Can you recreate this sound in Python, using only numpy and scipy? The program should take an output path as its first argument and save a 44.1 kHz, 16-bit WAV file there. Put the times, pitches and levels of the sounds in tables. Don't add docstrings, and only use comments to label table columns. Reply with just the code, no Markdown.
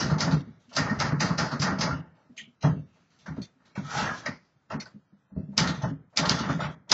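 import sys
import numpy as np
from scipy import signal
from scipy.fft import rfft, irfft, next_fast_len
from scipy.io import wavfile
from scipy.ndimage import uniform_filter1d, minimum_filter1d

SR = 44100
rng = np.random.default_rng(int(sys.argv[2]) if len(sys.argv) > 2 else 0)


def voltage_ratio(decibels):
    exponent = np.asarray(decibels, float) / 20
    return 10 ** exponent


def output_pcm(signal):
    pcm = np.clip(np.atleast_2d(signal).T, -1, 1) * 32767
    wavfile.write(sys.argv[1], SR, np.round(pcm).astype(np.int16))


N = 305613
TIME_S = np.arange(N) / SR


def unit(x):
    return x / np.sqrt(np.mean(x ** 2) + 1e-20)


def along(points, hz):
    f, v = np.transpose(points)
    return np.interp(np.log(hz + 1), np.log(f + 1), v)


def filtered(x, response):
    m = next_fast_len(N + SR // 2)
    return irfft(rfft(x, m) * response(np.fft.rfftfreq(m, 1 / SR)), m)[:N]


def grit(spiky_db, grain_s):
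    jumps = rng.standard_normal(N)[(np.arange(N) / (grain_s * SR)).astype(int)]
    return rng.standard_normal(N) * voltage_ratio(spiky_db * jumps)


def swell(t, db, t60, rise_s):
    return voltage_ratio(db - 60 * t / t60) * (1 - np.exp(-t / rise_s))


def shakes(rows, noise, rise_s, sharp, count=1):
    out, noise = np.zeros(N + SR), np.tile(noise, 2)
    for k, (s, db, t60, hz, ring_db) in enumerate(rows):
        t = np.arange(int(np.clip(t60, .06, .5) * SR)) / SR
        raw = noise[k * 4001:][:len(t)]
        ring = raw
        for _ in range(count):
            ring = signal.lfilter(*signal.iirpeak(hz, sharp, SR), ring)
        voice = unit(raw + voltage_ratio(ring_db) * unit(ring))
        out[round(s * SR):][:len(t)] += voice * swell(t, db, t60, rise_s)
    return out[:N]


def resonant(modes, broad_db):
    def peak(hz, centre, width):
        return 1j * hz * width / (centre ** 2 - hz ** 2 + 1j * hz * width)

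    def response(hz):
        narrow = sum((-1) ** k * voltage_ratio(db) * peak(hz, c, w) for k, (c, w, db) in enumerate(modes))
        body = narrow + voltage_ratio(broad_db) * peak(hz, 1100, 1500)
        return body / (1 + 1j * hz / 2300) ** 2 * (0.5 + 0.6 / (1 + (hz / 2150) ** 12))

    return response


# (time [s], lead of the faint rattle before it [s], level of that rattle [dB], rattle level [dB],
# knock level [dB])
STROKES = [(0.003, 0.0015, -36.5, -27, -21), (0.2067, 0.026, -35, -26.5, -20),
           (0.7666, 0.015, -34, -26, -15), (1.002, 0.014, -37, -29.5, -16),
           (1.2057, 0.011, -37.5, -26, -16), (1.3838, 0.0078, -34, -30, -17.5),
           (1.6196, 0.026, -33, -26, -18), (1.8099, 0.025, -37, -26, -18), (5.5795, 0.01, -36, -23.5, -17),
           (6.1741, 0.013, -38.5, -26.5, -19.5), (6.2957, 0.0082, -29.5, -29, -18.5),
           (6.9176, 0.024, -35, -18.5, -9)]
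SNAP_DB = [-60, -11.4, -10.5, -13.7, -14.3, -14.9, -15.1, -17, -2.7, -5.1, -3.6, -0.4]
# (time [s], peak level [dB], frequency [Hz])
TICKS = [
    (0.311, -28, 4260),
    (3.4188, -40, 6300),
    (4.263, -22.5, 5230),
    (6.49, -32, 3670),
    (0.217, -20, 5000),
    (1.2145, -23, 5300),
    (4.8023, -43, 5400),
]


def snaps():
    out, t = np.zeros(N + SR), np.arange(-40, 40) / SR
    strokes = [(s, db, 4860) for (s, *_), db in zip(STROKES, SNAP_DB)]
    for s, db, hz in strokes + TICKS:
        snap = np.sin(2 * np.pi * hz * t + 1) * np.exp(-(t / .00028) ** 2)
        for delay_s, loss_db in [(0, 0), (.0008, 7), (.0022, 16.5)]:
            out[round((s + delay_s) * SR) - 40:][:len(t)] += voltage_ratio(db - loss_db) * snap
    return out[:N]


# (time [s], rattle level [dB], knock level [dB], push level [dB], desk mode [Hz])
FALLS = [
    (0.099, -38, -12.5, -11, 155),
    (0.313, -34.5, -19, -13, 165),
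    (0.896, -51.5, -23.5, -17, 210.3),
    (1.109, -62, -16.5, -11.5, 157.4),
    (1.29, -64, -13.5, -14.5, 165.7),
    (1.513, -35, -14.5, -20, 231),
    (1.706, -52, -19, -18, 189),
    (1.909, -43, -23, -18.5, 160),
    (5.672, -29, -18, -19.5, 191),
    (6.386, -30.5, -17.5, -19.5, 220),
]
# (time [s], level [dB], t60 [s], struck part [Hz], ring level [dB])
SPRINGS = [(0.727, -49, 1.5, 4500, -15), (0.84, -52, 0.31, 4780, -9.5), (2.3661, -48, 0.11, 3030, -19),
           (0.35, -50, 0.8, 3600, -6), (2.624, -36, 0.17, 4800, -12), (2.61, -48, 0.3, 3900, -8),
           (3.101, -68.5, 0.81, 4460, -16), (3.188, -57, 0.34, 3500, -9.5), (3.261, -48.5, 0.18, 5100, -23),
           (3.418, -49.5, 0.14, 6500, -4), (3.652, -61.5, 0.35, 3900, -7.5),
           (3.754, -42.5, 0.2, 2270, -1.5), (4.703, -43, 0.16, 2700, 5), (4.712, -41, 0.1, 4900, 6),
           (5.8187, -42, 0.17, 5960, -11.5), (6.252, -28, 0.17, 4400, -12),
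           (6.492, -41.5, 0.38, 2250, -16.5), (6.601, -39, 0.21, 2500, -16.5), (6.63, -33, 0.14, 2200, 3),
           (2.642, -38.5, 0.22, 3400, -4), (5.84, -54, 0.33, 4540, -17.5), (3.36, -59.5, 0.24, 3700, -9),
           (0.894, -44, 0.25, 5100, -2), (1.05, -37, 0.27, 4650, -8), (1.25, -35, 0.29, 4500, -5),
           (1.44, -40.5, .4, 4860, -4), (6.675, -54, 0.35, 3300, -4), (4.29, -52, 0.4, 4900, 3),
           (2.74, -67, 1.1, 2600, -4), (2.93, -70, 0.79, 2300, -12), (5.35, -68.5, .6, 2600, -4),
           (4.13, -46, 0.27, 5600, -3), (3.9, -47, 0.48, 5400, 6.5), (5.74, -46.5, 0.35, 3700, -16),
           (0.31, -48, 0.33, 5000, -10.5), (1.94, -53, 0.5, 2800, 3), (0.69, -60, 1.5, 3000, -10),
           (6.42, -40, 0.25, 2900, 2), (5.85, -53, 0.4, 3000, -3)]
# (frequency [Hz], level per Hz [dB])
STEEL = [(1290, -29), (2200, 0), (2410, -5), (2660, -0.5), (3070, 0.5), (3290, 1.5), (3950, 0.5),
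         (5060, -2), (6280, 0.5), (7520, -8.5), (9780, -56.5), (16500, -120)]


def rattle():
    leads = [(s - lead_s, db, 0.41, 4950, -8.5) for s, lead_s, db, *_ in STROKES]
    blows = [(s - .001, db, 0.24, 4950, -8.5) for s, *_, db, _ in STROKES]
    falls = [(s, db, 0.16, 4360, -6) for s, db, *_ in FALLS]
    rebounds = [(s, db + 3, .05, 5790, -3) for s, *_, db, _ in STROKES]
    bars = filtered(grit(spiky_db=2.0, grain_s=0.0012), lambda hz: voltage_ratio(along(STEEL, hz)))
    out = shakes(leads + blows + falls + SPRINGS + rebounds, bars, rise_s=.0025, sharp=8)
    band = filtered(out, lambda hz: np.exp(-((hz - 3510) / 500) ** 2))
    band_db = np.where(TIME_S < 5.605, -4.5, 2.5)
    return out + (voltage_ratio(band_db) - 1) * band


def typebars():
    return snaps() + rattle()


# (time [s], peak level [dB], t60 [s], struck part [Hz], ring level [dB])
ESCAPEMENT = [(0.165, -28, 0.5, 465, 0.5), (0.273, -18.5, 0.19, 900, 1), (0.475, -62, 1, 352, -6),
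              (0.71, -42, 1, 890, 9.5), (0.859, -22, 0.55, 1463, 1), (1.05, -22.5, 0.25, 1500, 1),
              (1.43, -31, 1, 1300, 7.5), (1.66, -19, 0.39, 1400, -1.5), (1.775, -28, 0.6, 874, 2.5),
              (1.869, -18.5, 0.19, 956, 0), (5.636, -22, 0.44, 2030, -6.5), (5.813, -29, 0.24, 704, -13.5),
              (5.836, -17.5, 0.13, 810, -3), (6.125, -50, 0.6, 640, -5), (6.225, -17.5, 0.44, 1290, 0),
              (6.43, -21.5, 0.3, 1390, 4.5), (6.487, -17.5, 0.2, 1390, -3.5),
              (6.59, -18.5, 0.16, 545, -20.5), (6.634, -22, 0.22, 1225, 5.5), (6.87, -48.5, 0.43, 668, -5),
              (6.895, -33, 0.6, 1200, -5), (0.74, -42, 1, 1400, -5), (6.69, -38, 0.2, 1300, 0)]
# (time [s], peak level [dB], t60 [s], struck part [Hz], ring level [dB])
LEVERS = [(2.164, -54, 0.43, 662, -15), (2.63, -24.5, 0.23, 718, 6), (2.637, -15.5, 0.2, 635, -4.5),
          (2.956, -54.5, 0.18, 815, -11.5), (3.11, -60, 0.37, 2120, -1), (3.205, -62, 0.38, 371, -25),
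          (3.258, -34, 0.34, 1580, 15.5), (3.366, -30.5, 0.11, 605, 2.5), (3.592, -59, 0.59, 1730, 12.5),
          (3.652, -56.5, 0.39, 1670, 3), (3.756, -36, 0.22, 500, 19), (3.875, -44, 0.28, 1350, 7),
          (3.939, -21, 0.042, 800, 0), (4.26, -21, 0.18, 1955, 13), (4.701, -22.5, 0.18, 1180, -12.5),
          (4.72, -22, 0.17, 1106, -6), (4.808, -38.5, 0.14, 1410, 10), (4.858, -38, 0.13, 1400, 4),
          (5.3, -59.5, 0.39, 456.5, 3.5), (5.36, -40, 0.098, 454, 11), (5.385, -53, 0.15, 604, -2),
          (5.526, -45, 0.18, 577, 8)]
# (frequency [Hz], width [Hz], level [dB])
FRAME = [(635, 78, -6), (872.2, 18, 2.5), (1300, 2.6, -4.5), (1390, 9.2, 3), (1823, 36, -5.5)]


def linkage():
    frame = filtered(grit(spiky_db=0.0, grain_s=.003), resonant(FRAME, broad_db=-9.0))
    strokes = [(max(s - .003, 0), db, 0.38, 1760, -12.5) for s, *_, db in STROKES]
    falls = [(s - .006, db, 0.17, 1225, -1.5) for s, _, db, *_ in FALLS]
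    hard = shakes(strokes + ESCAPEMENT + LEVERS, frame, rise_s=0.0065, sharp=0.98)
    soft = shakes(falls, frame[::-1], rise_s=0.046, sharp=2.0)
    return voltage_ratio(-7.5) * (hard + voltage_ratio(4.5) * soft)


# (time [s], level [dB], t60 [s], frequency [Hz])
CATCHES = [
    (2.378, -44, 0.22, 2300),
    (2.38, -39, 0.22, 3070),
    (2.379, -48.5, 0.07, 6600),
    (3.418, -44.5, 0.1, 4320),
    (4.259, -36.5, 0.28, 2020),
    (4.261, -39, 0.11, 4890),
    (4.801, -49, 0.14, 4400),
    (4.8021, -42.5, 0.12, 5780),
    (4.855, -50, 0.14, 4600),
]


def catches():
    rows = [(*row, 34) for row in CATCHES]
    rings = shakes(rows, grit(spiky_db=3.5, grain_s=.001), rise_s=0.00077, sharp=5.5, count=2)
    return filtered(rings, lambda hz: 1 / (1 + (1500 / (hz + 1)) ** 8))


# (time [s], peak level [dB], frequency [Hz], t60 [s])
PINGS = [(0.0002, -19, 5550, .012), (2.378, -36.5, 6420, 0.035), (2.38, -35.5, 2300, .03),
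         (2.384, -41.5, 1890, 0.054), (2.3836, -46, 7150, 0.035), (2.387, -40.5, 2650, 0.032),
         (2.3945, -34, 1936, 0.032), (2.4, -37.5, 1873, .07), (2.643, -20.5, 676, 0.036),
         (3.261, -45, 1590, 0.062), (3.4188, -36, 4250, 0.028), (3.4184, -46, 6580, .05),
         (3.419, -50.5, 3560, 0.18), (3.4186, -51, 5920, .14), (3.427, -36, 4400, 0.047),
         (3.7773, -35, 1467, .06), (3.7765, -39, 952, 0.1), (3.915, -28, 1370, 0.036),
         (3.948, -25, 1340, 0.028), (3.985, -25, 1300, 0.1), (4.058, -28.5, 1360, 0.056),
         (4.2612, -32, 4900, 0.04), (4.262, -26, 1833, 0.099), (4.263, -31.5, 591, .15),
         (4.269, -30, 3960, 0.02), (4.2711, -29, 1904, 0.12), (4.719, -42, 5240, 0.031),
         (4.8, -35.5, 4440, 0.055), (4.803, -41, 5900, 0.069), (4.8038, -35.5, 5240, 0.029),
         (4.8025, -44, 6810, 0.089), (4.8083, -33.5, 4328, 0.046), (5.365, -47, 630, 0.26),
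         (6.383, -30, 1353, 0.18), (1.909, -26.5, 1390, .15), (0.1, -28, 1390, .06), (3.951, -27, 820, 0.2),
         (4.0, -30.5, 795, 0.092), (4.82, -44.5, 1500, 0.059), (4.86, -40.5, 1505, .06),
         (3.282, -34.5, 1520, 0.036), (6.492, -26.5, 1390, 0.071), (6.62, -27.5, 1450, .08),
         (2.34, -65.5, 646, 0.6), (4.803, -43.5, 3680, 0.08), (0.897, -24, 1850, 0.13),
         (0.914, -30.5, 1300, 0.051), (1.514, -30, 1490, 0.052), (0.319, -28.5, 1486, 0.051),
         (4.119, -28.5, 1650, 0.14), (4.144, -34.5, 1030, 0.11), (5.378, -48, 446, .08),
         (0.797, -25, 1850, .08),
    (3.85, -42, 1290, .3),
    (3.88, -38, 1290, .2),
    (4.09, -29, 1400, .1),
    (4.075, -30, 1950, .08),
    (4.11, -30, 1250, .08),
    (6.605, -28, 1300, .08),
    (1.013, -25, 950, .06),
    (3.99, -28, 850, .12),
]


def pings():
    out, t = np.zeros(N + SR), np.arange(SR // 5) / SR
    for s, db, hz, t60 in PINGS:
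        out[round(s * SR):][:len(t)] += np.sin(2 * np.pi * hz * t) * swell(t, db, t60, 0.00054)
    return out[:N]


# (time [s], rolling level [dB], scrape level [dB])
SLIDE = [
    (3.757, -43, -53.5),
    (3.822, -57, -60.5),
    (3.98, -30, -34),
    (4.054, -33.5, -39.5),
    (4.112, -33, -50.5),
    (4.196, -49.5, -51),
    (4.25, -49, -62),
    (4.262, -39.5, -46.5),
    (4.27, -39, -42),
]
# (frequency [Hz], width [Hz], level [dB])
RAIL_FAST = [(837, 19, -1), (1310, 18, 2), (1454, 64, -3), (1690, 17, -3), (1850, 55, -6.5),
             (2022, 34, -15.5), (2320, 130, -15.5)]
# (frequency [Hz], width [Hz], level [dB])
RAIL_SLOW = [(657, 69, -11), (1030, 24, -3.5), (1300, 26, -1.5), (1450, 40, -1), (1650, 90, -1),
             (1900, 70, -3), (2303, 43, -11)]
SLOWING_S = (4.03, 4.09)


def carriage():
    s, *levels_db = np.transpose(SLIDE)
    rolling, scrape = [voltage_ratio(np.interp(TIME_S, s, db, -120, -120)) for db in levels_db]
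    rack = unit(filtered(grit(spiky_db=4.0, grain_s=0.00026), lambda hz: voltage_ratio(along(STEEL, hz))))
    rollers = filtered(grit(spiky_db=-1.5, grain_s=0.0062), lambda hz: 1 / (1 + (520 / (hz + 1)) ** 4))
    fast = unit(filtered(rollers, resonant(RAIL_FAST, broad_db=-8.0)))
    slow = unit(filtered(rollers, resonant(RAIL_SLOW, broad_db=-8.0)))
    turn = np.interp(TIME_S, SLOWING_S, [0, np.pi / 2])
    return rolling * (np.cos(turn) * fast + np.sin(turn) * slow) + scrape * rack


# (delay [s], level [dB], frequency [Hz])
KEY_PUSHES = [
    (.011, -23, 221),
    (.034, -20, 170.4),
]
# (time [s], peak level [dB],
# frequency [Hz], t60 [s])
PUSHES = [(0.07, -18, 165, 0.24), (0.147, -17.5, 153, 0.14), (0.269, -18, 159.2, 0.33),
          (0.366, -14, 158, 0.079), (0.406, -23.5, 133, 0.091), (0.472, -32, 223, 0.13),
          (0.677, -45.5, 243, 0.15), (0.844, -22.5, 140, 0.093), (0.974, -22, 130.5, 0.25),
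          (1.17, -23.5, 151.3, 0.34), (1.599, -19.5, 141, 0.16), (1.687, -19.5, 169.6, 0.15),
          (1.789, -22.5, 205, 0.095), (1.887, -25, 139, 0.31), (1.99, -29, 163.7, 0.18),
          (5.657, -19.5, 161, 0.12), (5.702, -23, 175, 0.16), (5.775, -26, 137.3, 0.18),
          (5.832, -19, 141, 0.23), (5.851, -21, 180, 0.17), (5.908, -26, 151.8, 0.21),
          (6.31, -12.5, 179, 0.078), (6.45, -20, 191, 0.15), (6.493, -19, 171, 0.15),
          (6.517, -18, 172, 0.1), (6.546, -22.5, 164.2, 0.2), (6.569, -26, 159, 0.13),
          (6.616, -22, 158, 0.095), (6.639, -24, 146.4, 0.19), (6.687, -29.5, 162, 0.21),
          (2.294, -39, 242, 0.14), (2.389, -49, 251, 0.092), (2.472, -41.5, 241, 0.11),
         (2.639, -11, 151, 0.15), (2.662, -15, 169.4, 0.12), (2.69, -19, 141.6, 0.2),
         (2.724, -19, 164, 0.15), (2.76, -25, 150.4, 0.17), (2.793, -31, 156.3, 0.12),
         (3.279, -27.5, 194, 0.13), (3.3, -27.5, 153.6, 0.22), (3.377, -21, 204.5, 0.1),
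         (3.395, -24.5, 195, 0.079), (3.556, -57.5, 258.6, 0.21), (3.777, -18, 197.6, 0.081),
         (3.815, -28, 142, 0.21), (3.851, -40, 152, 0.2), (3.958, -31, 138.6, 0.25),
         (4.025, -21, 154, 0.09), (4.282, -25, 250, 0.098), (4.558, -53.5, 141, 0.13),
         (4.733, -24.5, 218, 0.17), (4.781, -27.5, 188, 0.078), (4.939, -37, 200, 0.12),
         (4.954, -36, 209.5, 0.11), (5.125, -40.5, 199.8, 0.12), (5.317, -37.5, 193.2, 0.38),
         (5.363, -18, 181, 0.13), (5.426, -29, 150.6, 0.14), (5.483, -33.5, 200, 0.43),
         (5.383, -23, 173.6, 0.095), (5.489, -34, 249, 0.065), (3.417, -25.5, 173, 0.049),
         (3.427, -33, 157, 0.072), (1.222, -20, 270, 0.072), (1.246, -20.5, 260, 0.073),
         (4.745, -26, 271, 0.094), (0.799, -25.5, 268, 0.059), (1.72, -25, 269, .07), (6.272, -19, 170, .1),
         (1.378, -18, 160, .08), (1.08, -20, 150, .1), (2.41, -47, 220, .2), (0.055, -17, 150, .1),
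         (5.575, -18, 190, .07)]
# (frequency [Hz], level [dB])
DESK = [(75, -19), (147, -8.5), (200, -17), (265, -11)]
# (frequency [Hz], level per Hz [dB])
WOOD = [(35, -43), (70, 3), (150, 2), (300, -7), (600, -10.5), (1200, -46), (4000, -120)]


def desk():
    strokes = [(s + delay_s, db, hz, 0.14) for s, *_ in STROKES for delay_s, db, hz in KEY_PUSHES]
    falls = [(s + .014, db, hz, 0.14) for s, _, _, db, hz in FALLS]
    boom, t = np.zeros(N + SR), np.arange(SR // 3) / SR
    thuds = []
    for s, db, hz, t60 in strokes + falls + PUSHES:
        light_db = 0.36 * min(db + 24.5, 0)
        ring = np.sin(2 * np.pi * hz * t)
        for (mode_hz, mode_db), luck in zip(DESK, rng.standard_normal(len(DESK))):
            phase = 2 * np.pi * mode_hz * (1 + 0.013 * luck) * t + 2 * luck
            ring += voltage_ratio(mode_db + light_db + 4.6 * luck) * np.sin(phase)
        rise = 1 - np.exp(-t / 0.0045)
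        boom[round(s * SR):][:len(t)] += ring * swell(t, db, t60, 0.0045) * rise
        thuds.append((s, db + light_db - 11.0, 1.74 * t60, hz, -6))
    wood = filtered(rng.standard_normal(N), lambda hz: voltage_ratio(along(WOOD, hz)))
    return boom[:N] + shakes(thuds, wood, rise_s=0.00035, sharp=1.5)


# (frequency [Hz], level per Hz [dB])
AIR = [(24, -46), (40, -13.5), (163, 2.5), (281, -5.5), (374, -10.5), (1190, -14.5), (1270, -11),
       (2810, -24), (3000, -24), (6170, -28), (7520, -30.5), (9780, -71.5), (16500, -120)]


def room(clatter):
    size = int(0.072 * SR)
    wash = uniform_filter1d(np.abs(clatter), size=size, origin=size // 3)
    level = voltage_ratio(-70.5) + voltage_ratio(-2) * wash
    air = unit(filtered(rng.standard_normal(N), lambda hz: voltage_ratio(along(AIR, hz))))
    dull = filtered(air, lambda hz: 1 / (1 + (hz / 2300) ** 8))
    return level * dull + np.minimum(level, voltage_ratio(-62.0)) * (air - dull)


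def scene():
    clatter = typebars() + linkage() + carriage()
    return (clatter + catches() + pings() + desk() + room(clatter))[None]


HOP, LEAD = 2822, 1540


def blocks(x):
    padded = np.pad(x, (2 * HOP - LEAD, 3 * HOP), "edge")
    return np.lib.stride_tricks.sliding_window_view(padded, 2 * HOP)[::HOP]


# (frequency [Hz], level [dB])
THRIFT = [(1500, -30), (1850, -5), (2100, 7.5), (6000, 7), (6900, 10), (7900, 12)]


def thinned(x, mood_db, share, crest_db):
    treble = filtered(x, lambda hz: np.clip(hz / 300 - 4, 0, 1))
    bright = filtered(x, lambda hz: np.clip(hz / 500 - 4.5, 0, 1))
    fast, quick, slow = (np.sqrt(np.abs(uniform_filter1d(bright ** 2, size=n))) for n in (60, 250, 900))
    treble *= 1 - uniform_filter1d(1. * (fast > voltage_ratio(crest_db) * slow), size=40)
    held = -minimum_filter1d(-np.log(quick + 1e-5), size=1101, origin=500)
    held = np.exp(uniform_filter1d(held, size=120))
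    n, k = np.arange(2 * HOP), np.arange(1000)
    window = np.sqrt(2 / HOP) * np.sin(np.pi * (n + .5) / (2 * HOP))
    basis = window * np.cos(np.pi / HOP * np.outer(k + .5, n + .5 + HOP / 2))
    lines = blocks(treble / held) @ basis.T
    loud = blocks(x).std(axis=1, keepdims=True) / blocks(held).max(axis=1, keepdims=True) + 1e-9
    band = np.sqrt(np.abs(uniform_filter1d(lines ** 2, size=60, axis=1))) + 1e-9
    mood = np.repeat(rng.standard_normal((len(lines), 40)), 25, axis=1)
    coarse = voltage_ratio(along(THRIFT, (k + .5) * SR / (2 * HOP)) + mood_db * mood)
    step = coarse * band ** (1 - share) * loud ** share
    rounded = np.sign(lines) * np.floor(np.abs(lines) / step + 0.44) * step
    halves = (rounded - lines) @ basis
    error = (halves[:-1, HOP:] + halves[1:, :HOP]).ravel()
    return x + held * error[HOP - LEAD:][:N]


# (start [s], end [s], level [dB])
HUSH = [
    (0.42, 0.6, -10),
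    (2.012, 2.15, -10),
    (4.38, 4.45, -4),
    (4.775, 4.797, -14),
    (5.917, 6.1, -12),
    (6.75, 6.878, -15),
    (1.135, 1.185, -5),
]


def hushed(x):
    db = sum(depth_db * ((TIME_S > a) & (TIME_S < b)) for a, b, depth_db in HUSH)
    treble = filtered(x, lambda hz: np.clip((hz - 2250) / 300, 0, 1))
    return x + (voltage_ratio(uniform_filter1d(1. * db, size=300)) - 1) * treble


def low_pass(x):
    return signal.sosfilt(signal.butter(12, 9600, fs=SR, output="sos"), x)


def record(dry):
    top_hz, image_hz, mirror_hz = 8000, 9600, 15000
    x = hushed(thinned(dry[0], mood_db=3.5, share=.27, crest_db=7))
    x = filtered(x, lambda hz: np.clip((top_hz - hz) / 250, 0, 1) ** 2 * hz ** 2 / (hz ** 2 + 45 ** 2))
    mirror = x * np.cos(2 * np.pi * mirror_hz * TIME_S) * voltage_ratio(-31.5)
    image = filtered(mirror, lambda hz: np.clip((hz - top_hz) / 200 + 1, 0, 1)
                     * np.clip((image_hz - hz) / 100, 0, 1))
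    mix = (x + image)[None]
    return low_pass(mix)


dry = scene()
out = record(dry)
output_pcm(out)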